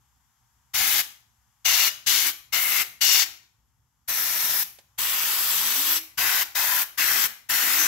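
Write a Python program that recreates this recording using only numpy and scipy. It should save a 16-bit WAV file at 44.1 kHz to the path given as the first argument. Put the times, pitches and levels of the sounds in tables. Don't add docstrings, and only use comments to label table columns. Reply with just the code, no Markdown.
import sys
import numpy as np
from scipy import signal
from scipy.fft import rfft, irfft, next_fast_len
from scipy.io import wavfile
from scipy.ndimage import map_coordinates

SR = 44100
rng = np.random.default_rng(int(sys.argv[2]) if len(sys.argv) > 2 else 0)


def store_wav(level_fs):
    pcm = np.round(np.clip(np.atleast_2d(level_fs), -1, 1) * 32767)
    wavfile.write(sys.argv[1], SR, pcm.T.astype(np.int16))


N = 347066
TIME = np.arange(N) / SR
SIDES = np.array([[1], [-1]])
CUTOFF_HZ = 15750
FRAME_HZ, FRAME_WIDTH_HZ, FRAME_BOOST_DB = 319, 13, 5.5
# valve opens/s, is shut/s, closing time/s, puff/dB, lean to the left/dB,
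# base levels of hollows/dB, fins/dB and free jet/dB, change on the fins as the hand moves/dB
BURSTS = [(.734, 1.026, 0.021, -57, 2, -32.5, -28.5, -25, 1.5),
          (1.645, 1.901, 0.023, -53, 1.5, -30, -23.5, -25.5, -2.5),
          (2.06, 2.323, 0.035, -52, 2, -33, -26.5, -25.5, -8.5),
          (2.521, 2.838, .019, -69, 2.5, -28.5, -28, -26, -1.5),
          (3.006, 3.249, 0.025, -56, 2, -30.5, -22.5, -24.5, -2.5),
          (4.075, 4.64, 0.013, -57, 1.5, -37, -34, -27, 1.5),
          (4.977, 5.998, 0.026, -54, 0, -35.5, -31, -27, 2.5),
          (6.172, 6.445, .022, -48, 1, -30, -29.5, -25.5, -1),
          (6.546, 6.85, 0.032, -57, 2, -31.5, -32, -25.5, -2.5),
          (6.972, 7.277, 0.016, -65, 2, -29.5, -30, -25, 0.5),
          (7.487, 7.957, .02, -57, 1.5, -30.5, -29, -25, -0.5)]


def from_db(db):
    return 10 ** (np.asarray(db) / 20)


def unit_rms(x):
    return x / np.sqrt(np.mean(np.atleast_2d(x).mean(axis=0) ** 2) + 1e-20)


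def at_hz(points, hz):
    f, value = np.transpose(points)
    return np.interp(np.log(hz), np.log(f), value)


def pan(db):
    gains = from_db(SIDES * db / 2)
    return gains / gains.mean(axis=0)


def bump(t, centre_s, half_s):
    return np.exp(-((t - centre_s) / half_s) ** 2)


def drift(rate_hz, size):
    steps = np.arange(size) * rate_hz / SR
    count = int(steps[-1]) + 2
    return unit_rms(np.interp(steps, np.arange(count), rng.standard_normal(count)))


def decays(events, rise_s, t60_s):
    out = np.zeros(N)
    for onset_s, db in events:
        age = TIME[TIME > onset_s][:SR] - onset_s
        start = np.searchsorted(TIME, onset_s, "right")
        out[start:start + len(age)] += from_db(db - 60 * age / t60_s) * (1 - np.exp(-age / rise_s))
    return out


def noise(spectrum, size, balance=((100, 0), (10000, 0)), likeness=None):
    # f/Hz, correlation
    pair_likeness = [(60, .4), (130, 1), (310, 0.99), (520, .5), (730, 0.78), (1400, 0.43), (2300, .75),
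                     (3400, 0.29), (5000, .15), (7000, 0.0067)]
    length = next_fast_len(size, True)
    hz = np.maximum(np.fft.rfftfreq(length, 1 / SR), 1)
    mid, side = rfft(rng.standard_normal((2, length)))
    alike = np.clip(at_hz(likeness or pair_likeness, hz), -1, 1)
    stereo = np.sqrt(1 + alike) * mid + np.sqrt(1 - alike) * side * SIDES
    colour = from_db(at_hz(spectrum, hz)) * pan(at_hz(balance, hz)) * (hz < CUTOFF_HZ) * (hz > 20)
    return unit_rms(irfft(stereo * colour, length)[:, :size])


def resonate(x, hz, width_hz, boost_db):
    b, a = signal.iirpeak(hz, hz / width_hz, fs=SR)
    return x + (from_db(boost_db) - 1) * signal.lfilter(b, a, x)


def leak(level_db=-72, lull_db=-5.5):
    # f/Hz, relative density/dB
    spectrum = [(300, -29.5), (630, -18.5), (750, -4.5), (920, -0.5), (1700, -6.5), (2500, -13.5),
                (3300, -8.5), (4000, -16), (5600, -8), (7500, -6.5), (8800, -18), (12000, -7),
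                (15000, -17.5)]
    level = from_db(level_db + lull_db * bump(TIME, centre_s=3.85, half_s=.5))
    return level * noise(spectrum, N, balance=[(1000, 4), (6500, 8), (10000, 2)])


def rumble(level_db=-72, waver_db=1.5):
    # f/Hz, relative density/dB
    spectrum = [(20, -26), (40, -13), (62, 7), (85, -5), (118, 1.5), (160, -11.5), (250, -14.5),
                (320, -25.5), (520, -28), (1000, -38.5), (4000, -71.5)]
    return from_db(level_db + waver_db * drift(12, N)) * noise(spectrum, N)


def card_echoes(x, focus, count=6, strength=0.13, treble_lift=0.77, longest_s=.003, sway_s=.00004):
    size = x.shape[1]
    treble = signal.sosfilt(signal.butter(1, 7000, "high", fs=SR, output="sos"), x)
    reflected = x + treble_lift * treble
    out = x.copy()
    for channel in range(2):
        for k in range(count):
            lag_s = rng.uniform(0.0996, 1) * longest_s + sway_s * drift(8, size)
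            echo = map_coordinates(reflected[channel], [np.arange(size) - lag_s * SR], order=3)
            out[channel] += (-1) ** k * focus * strength * echo
    return out


def registers(x, hollows_below_hz=2600, jet_above_hz=8000):
    size = x.shape[1]
    spectrum, hz = rfft(x), np.fft.rfftfreq(size, 1 / SR)
    hollows = 1 / (1 + (hz / hollows_below_hz) ** 10)
    jet = 1 - 1 / (1 + (hz / jet_above_hz) ** 20)
    fins = np.abs(1 - hollows - jet)
    return [irfft(spectrum * share, size) / np.std(irfft(spectrum.mean(axis=0) * np.sqrt(share)))
            for share in (hollows, fins, jet)]


def aim(t, opens, shut, hollows_db, fins_db, jet_db, change_db, squeeze_s=0.16):
    glide_db = change_db * ((t - opens) / (shut - opens) - .5)
    slip = bump(t, centre_s=2.655, half_s=.075)
    squeeze = np.exp(-(t - opens) / squeeze_s)
    return (hollows_db + .3 * glide_db - 3.5 * slip,
            fins_db + glide_db - 6.5 * slip,
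            jet_db + .35 * glide_db - 2.5 * squeeze)


def blow_gun(focus, opening_s=0.012, eddy_db=0.61, surge_db=-0.13, flutter_db=0.52, tremor_db=0.48):
    # f/Hz, relative density/dB
    turbulence = [(30, -27.5), (60, -22), (170, -19.5), (390, -16), (530, -20), (720, -10.5), (1100, -6.5),
                  (2000, -2), (4200, -1.5), (6000, -2.5), (7700, -6.5), (9100, -9.5), (12300, 4),
                  (14200, 0.5), (15600, 0)]
    # f/Hz, left minus right/dB
    balance = [(100, 0), (380, -0.5), (540, 5), (770, 0.5), (1170, 6.5), (1700, 9), (2300, 4.5),
               (3200, 9.5), (4500, 3), (5600, 17), (7700, 24), (9300, -5), (11000, 1), (12400, 1),
               (15000, 1.5)]
    # f/Hz, width/Hz, boost at full focus/dB
    gaps_by_burst = [
        [(820, 170, 2.5), (1720, 90, 5), (2143, 74, 8), (3320, 580, 2.5), (6870, 170, 3), (10600, 370, 6.5)],
        [(720, 73, 2), (2046, 400, 5.5), (2840, 110, 9), (3460, 410, 3), (4420, 160, 5.5), (5940, 700, 5)],
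        [(1150, 80, 3.5), (1770, 89, 3.5), (2137, 110, 8.5), (3460, 730, 2), (9900, 430, 6.5)],
        [(740, 160, 3.5), (2080, 78, 8.5), (2170, 76, 9.5), (2660, 73, 6), (2910, 140, 4), (10090, 140, 5.5)],
        [(2050, 210, 9), (2850, 150, 7.5), (3575, 240, 6), (4440, 230, 7), (5630, 700, 8.5), (6730, 400, 5),
         (7950, 170, 5.5)],
        [(570, 160, 2), (986, 150, 2.5), (2090, 510, -2), (5600, 1500, 4)],
        [(630, 250, 3), (1140, 520, 2.5), (7840, 450, 4.5)],
        [(687, 79, 6), (995, 77, 6.5), (1110, 68, 5.5), (1486, 78, 7), (2060, 180, 7), (2530, 110, 3.5)],
        [(610, 81, 8.5), (990, 97, 9.5), (1450, 200, 8), (1900, 200, 2.5)],
        [(1260, 54, 4.5), (1570, 220, 4), (2000, 88, 5), (5440, 190, 5), (7620, 960, 2)],
        [(1580, 620, 4.5), (5420, 220, 1.5), (7200, 850, 3)],
    ]
    # t/s, half duration/s, f/Hz, width/Hz, boost at full focus/dB
    edges = [(0.984, .04, 12500, 298, 5), (4.57, .04, 12500, 400, 4), (5.106, 0.11, 2480, 900, 4.5),
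             (5.75, 0.37, 4350, 900, 2.5), (5.926, 0.059, 12450, 200, 11), (6.4, .04, 11850, 300, 7),
             (7.014, 0.027, 2380, 500, 10), (7.217, 0.06, 12550, 400, 3), (7.825, 0.051, 6050, 350, 13.5),
             (7.83, 0.017, 12550, 400, 4)]
    trims_db = (-.4, -.3, -.4)
    out = np.zeros((2, N))
    for (opens, shut, closing_s, _, lean_db, *aimed), gaps in zip(BURSTS, gaps_by_burst):
        during = (TIME >= opens) & (TIME < shut)
        t = TIME[during]
        valve = np.clip((t - opens) / opening_s, 0, 1) ** 1.43 * np.clip((shut - t) / closing_s, 0, 1)
        air = card_echoes(noise(turbulence, len(t), balance), focus)
        air = resonate(air, FRAME_HZ, FRAME_WIDTH_HZ, FRAME_BOOST_DB)
        for hz, width_hz, boost_db in gaps:
            air = resonate(air, hz, width_hz, focus * boost_db)
        for passes, half_s, hz, width_hz, boost_db in edges:
            if opens < passes < shut:
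                air = resonate(air, hz, width_hz, focus * boost_db * bump(t, passes, half_s))
        swirl_db = eddy_db * drift(900, len(t)) + surge_db * drift(130, len(t))
        for band, level_db, trim_db in zip(registers(air), aim(t, opens, shut, *aimed), trims_db):
            shake_db = flutter_db * drift(70, len(t)) + tremor_db * drift(14, len(t))
            level = from_db(level_db + trim_db + swirl_db + shake_db)
            out[:, during] += band * valve * pan(lean_db) * level
    return out


def puffs():
    # t/s, level/dB
    buffets = [(.742, -48.5), (.805, -47.5), (2.08, -53)]
    # f/Hz, left-right correlation
    likeness = [(50, .15), (200, .4)]
    spectrum = [(25, -9), (70, 0), (140, -3), (400, -25), (2000, -70)]   # f/Hz, relative density/dB
    push = decays([(opens, db) for opens, _, _, db, *_ in BURSTS], rise_s=.005, t60_s=0.54)
    gusts = decays(buffets, rise_s=.004, t60_s=0.11)
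    return (push + gusts) * noise(spectrum, N, balance=[(40, 7), (300, 3)], likeness=likeness)


def fans(waver_db=2.5, wobble=.028, octave_db=-14, db_per_octave=5, attack_s=.015):
    # from/s, until/s, first blade rate/Hz, last blade rate/Hz, last level/dB
    pushes = [(0.779, 0.998, 198, 332, -60), (2.057, 2.295, 199.6, 332.5, -62.5),
              (2.519, 2.839, 306, 392, -61.5), (4.4, 4.643, 89.6, 182.3, -63.5),
              (5.4, 5.979, 72.1, 327, -54), (7.17, 7.265, 207, 223, -60), (7.501, 7.879, 180, 330, -56.5)]
    spin_ease = 1.45
    coast_s, coast_hz_per_s, coast_db_per_s = .15, 110, 271.5
    out = np.zeros(N)
    for starts, ends, first_hz, last_hz, last_db in pushes:
        during = (TIME >= starts) & (TIME < ends + coast_s)
        t = TIME[during]
        to_go = np.clip((ends - t) / (ends - starts), 0, 1)
        coasted_s = np.maximum(t - ends, 0)
        blade_hz = last_hz + (first_hz - last_hz) * to_go ** spin_ease - coast_hz_per_s * coasted_s
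        phase = 2 * np.pi * np.cumsum(blade_hz * (1 + wobble * drift(60, len(t)))) / SR
        hum_db = last_db + db_per_octave * np.log2(blade_hz / last_hz) - coast_db_per_s * coasted_s
        level = from_db(hum_db + waver_db * drift(40, len(t))) * np.minimum((t - starts) / attack_s, 1)
        out[during] += level * np.sqrt(2) * (np.sin(phase) + from_db(octave_db) * np.sin(2 * phase))
    return resonate(out, FRAME_HZ, FRAME_WIDTH_HZ, FRAME_BOOST_DB)


def knock():
    # t/s, level/dB
    contacts = [(4.786, -45.5)]
    # f/Hz, relative density/dB
    spectrum = [(100, -11), (280, -3), (550, 4), (1100, -6), (2200, -2), (4500, -2.5), (7500, -4),
                (10000, -9), (15000, -21)]
    return decays(contacts, rise_s=0.0011, t60_s=0.057) * noise(spectrum, N)


def room(x, wet_db=-11.0, gap_s=0.002, crossfeed=0.3):
    # f/Hz, t60/s
    ring_times = [(200, 0.7), (530, .5), (1400, 0.43), (3700, 0.44), (9700, 0.37), (15000, 0.35)]
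    tilt = [(3000, 0.0046), (12000, -0.5)]   # f/Hz, level/dB
    age = TIME[:SR * 3 // 4]
    white = rfft(rng.standard_normal((2, len(age))))
    hz = np.fft.rfftfreq(len(age), 1 / SR)
    band_edges = np.geomspace(40, 20000, 13)
    tail = 0
    for low, high in zip(band_edges, band_edges[1:]):
        centre = np.sqrt(low * high)
        band = irfft(white * (hz >= low) * (hz < high), len(age))
        fade = from_db(-60 * age / at_hz(ring_times, centre)) * (age > gap_s)
        tail = tail + from_db(wet_db + at_hz(tilt, centre)) * band * fade / np.linalg.norm(fade)
    blended = (x + crossfeed * x[::-1]) / np.hypot(1, crossfeed)
    return signal.fftconvolve(blended, tail, axes=1)[:, :N]


def scene():
    small_sounds = knock() + puffs() + fans()
    direct = blow_gun(focus=1.0) + small_sounds
    to_walls = blow_gun(focus=0.6) + from_db(-3) * small_sounds
    return direct + room(to_walls) + leak() + rumble()


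def record(dry):
    return signal.sosfilt(signal.ellip(12, .1, 80, CUTOFF_HZ, fs=SR, output="sos"), dry)


dry = scene()
out = record(dry)
store_wav(out)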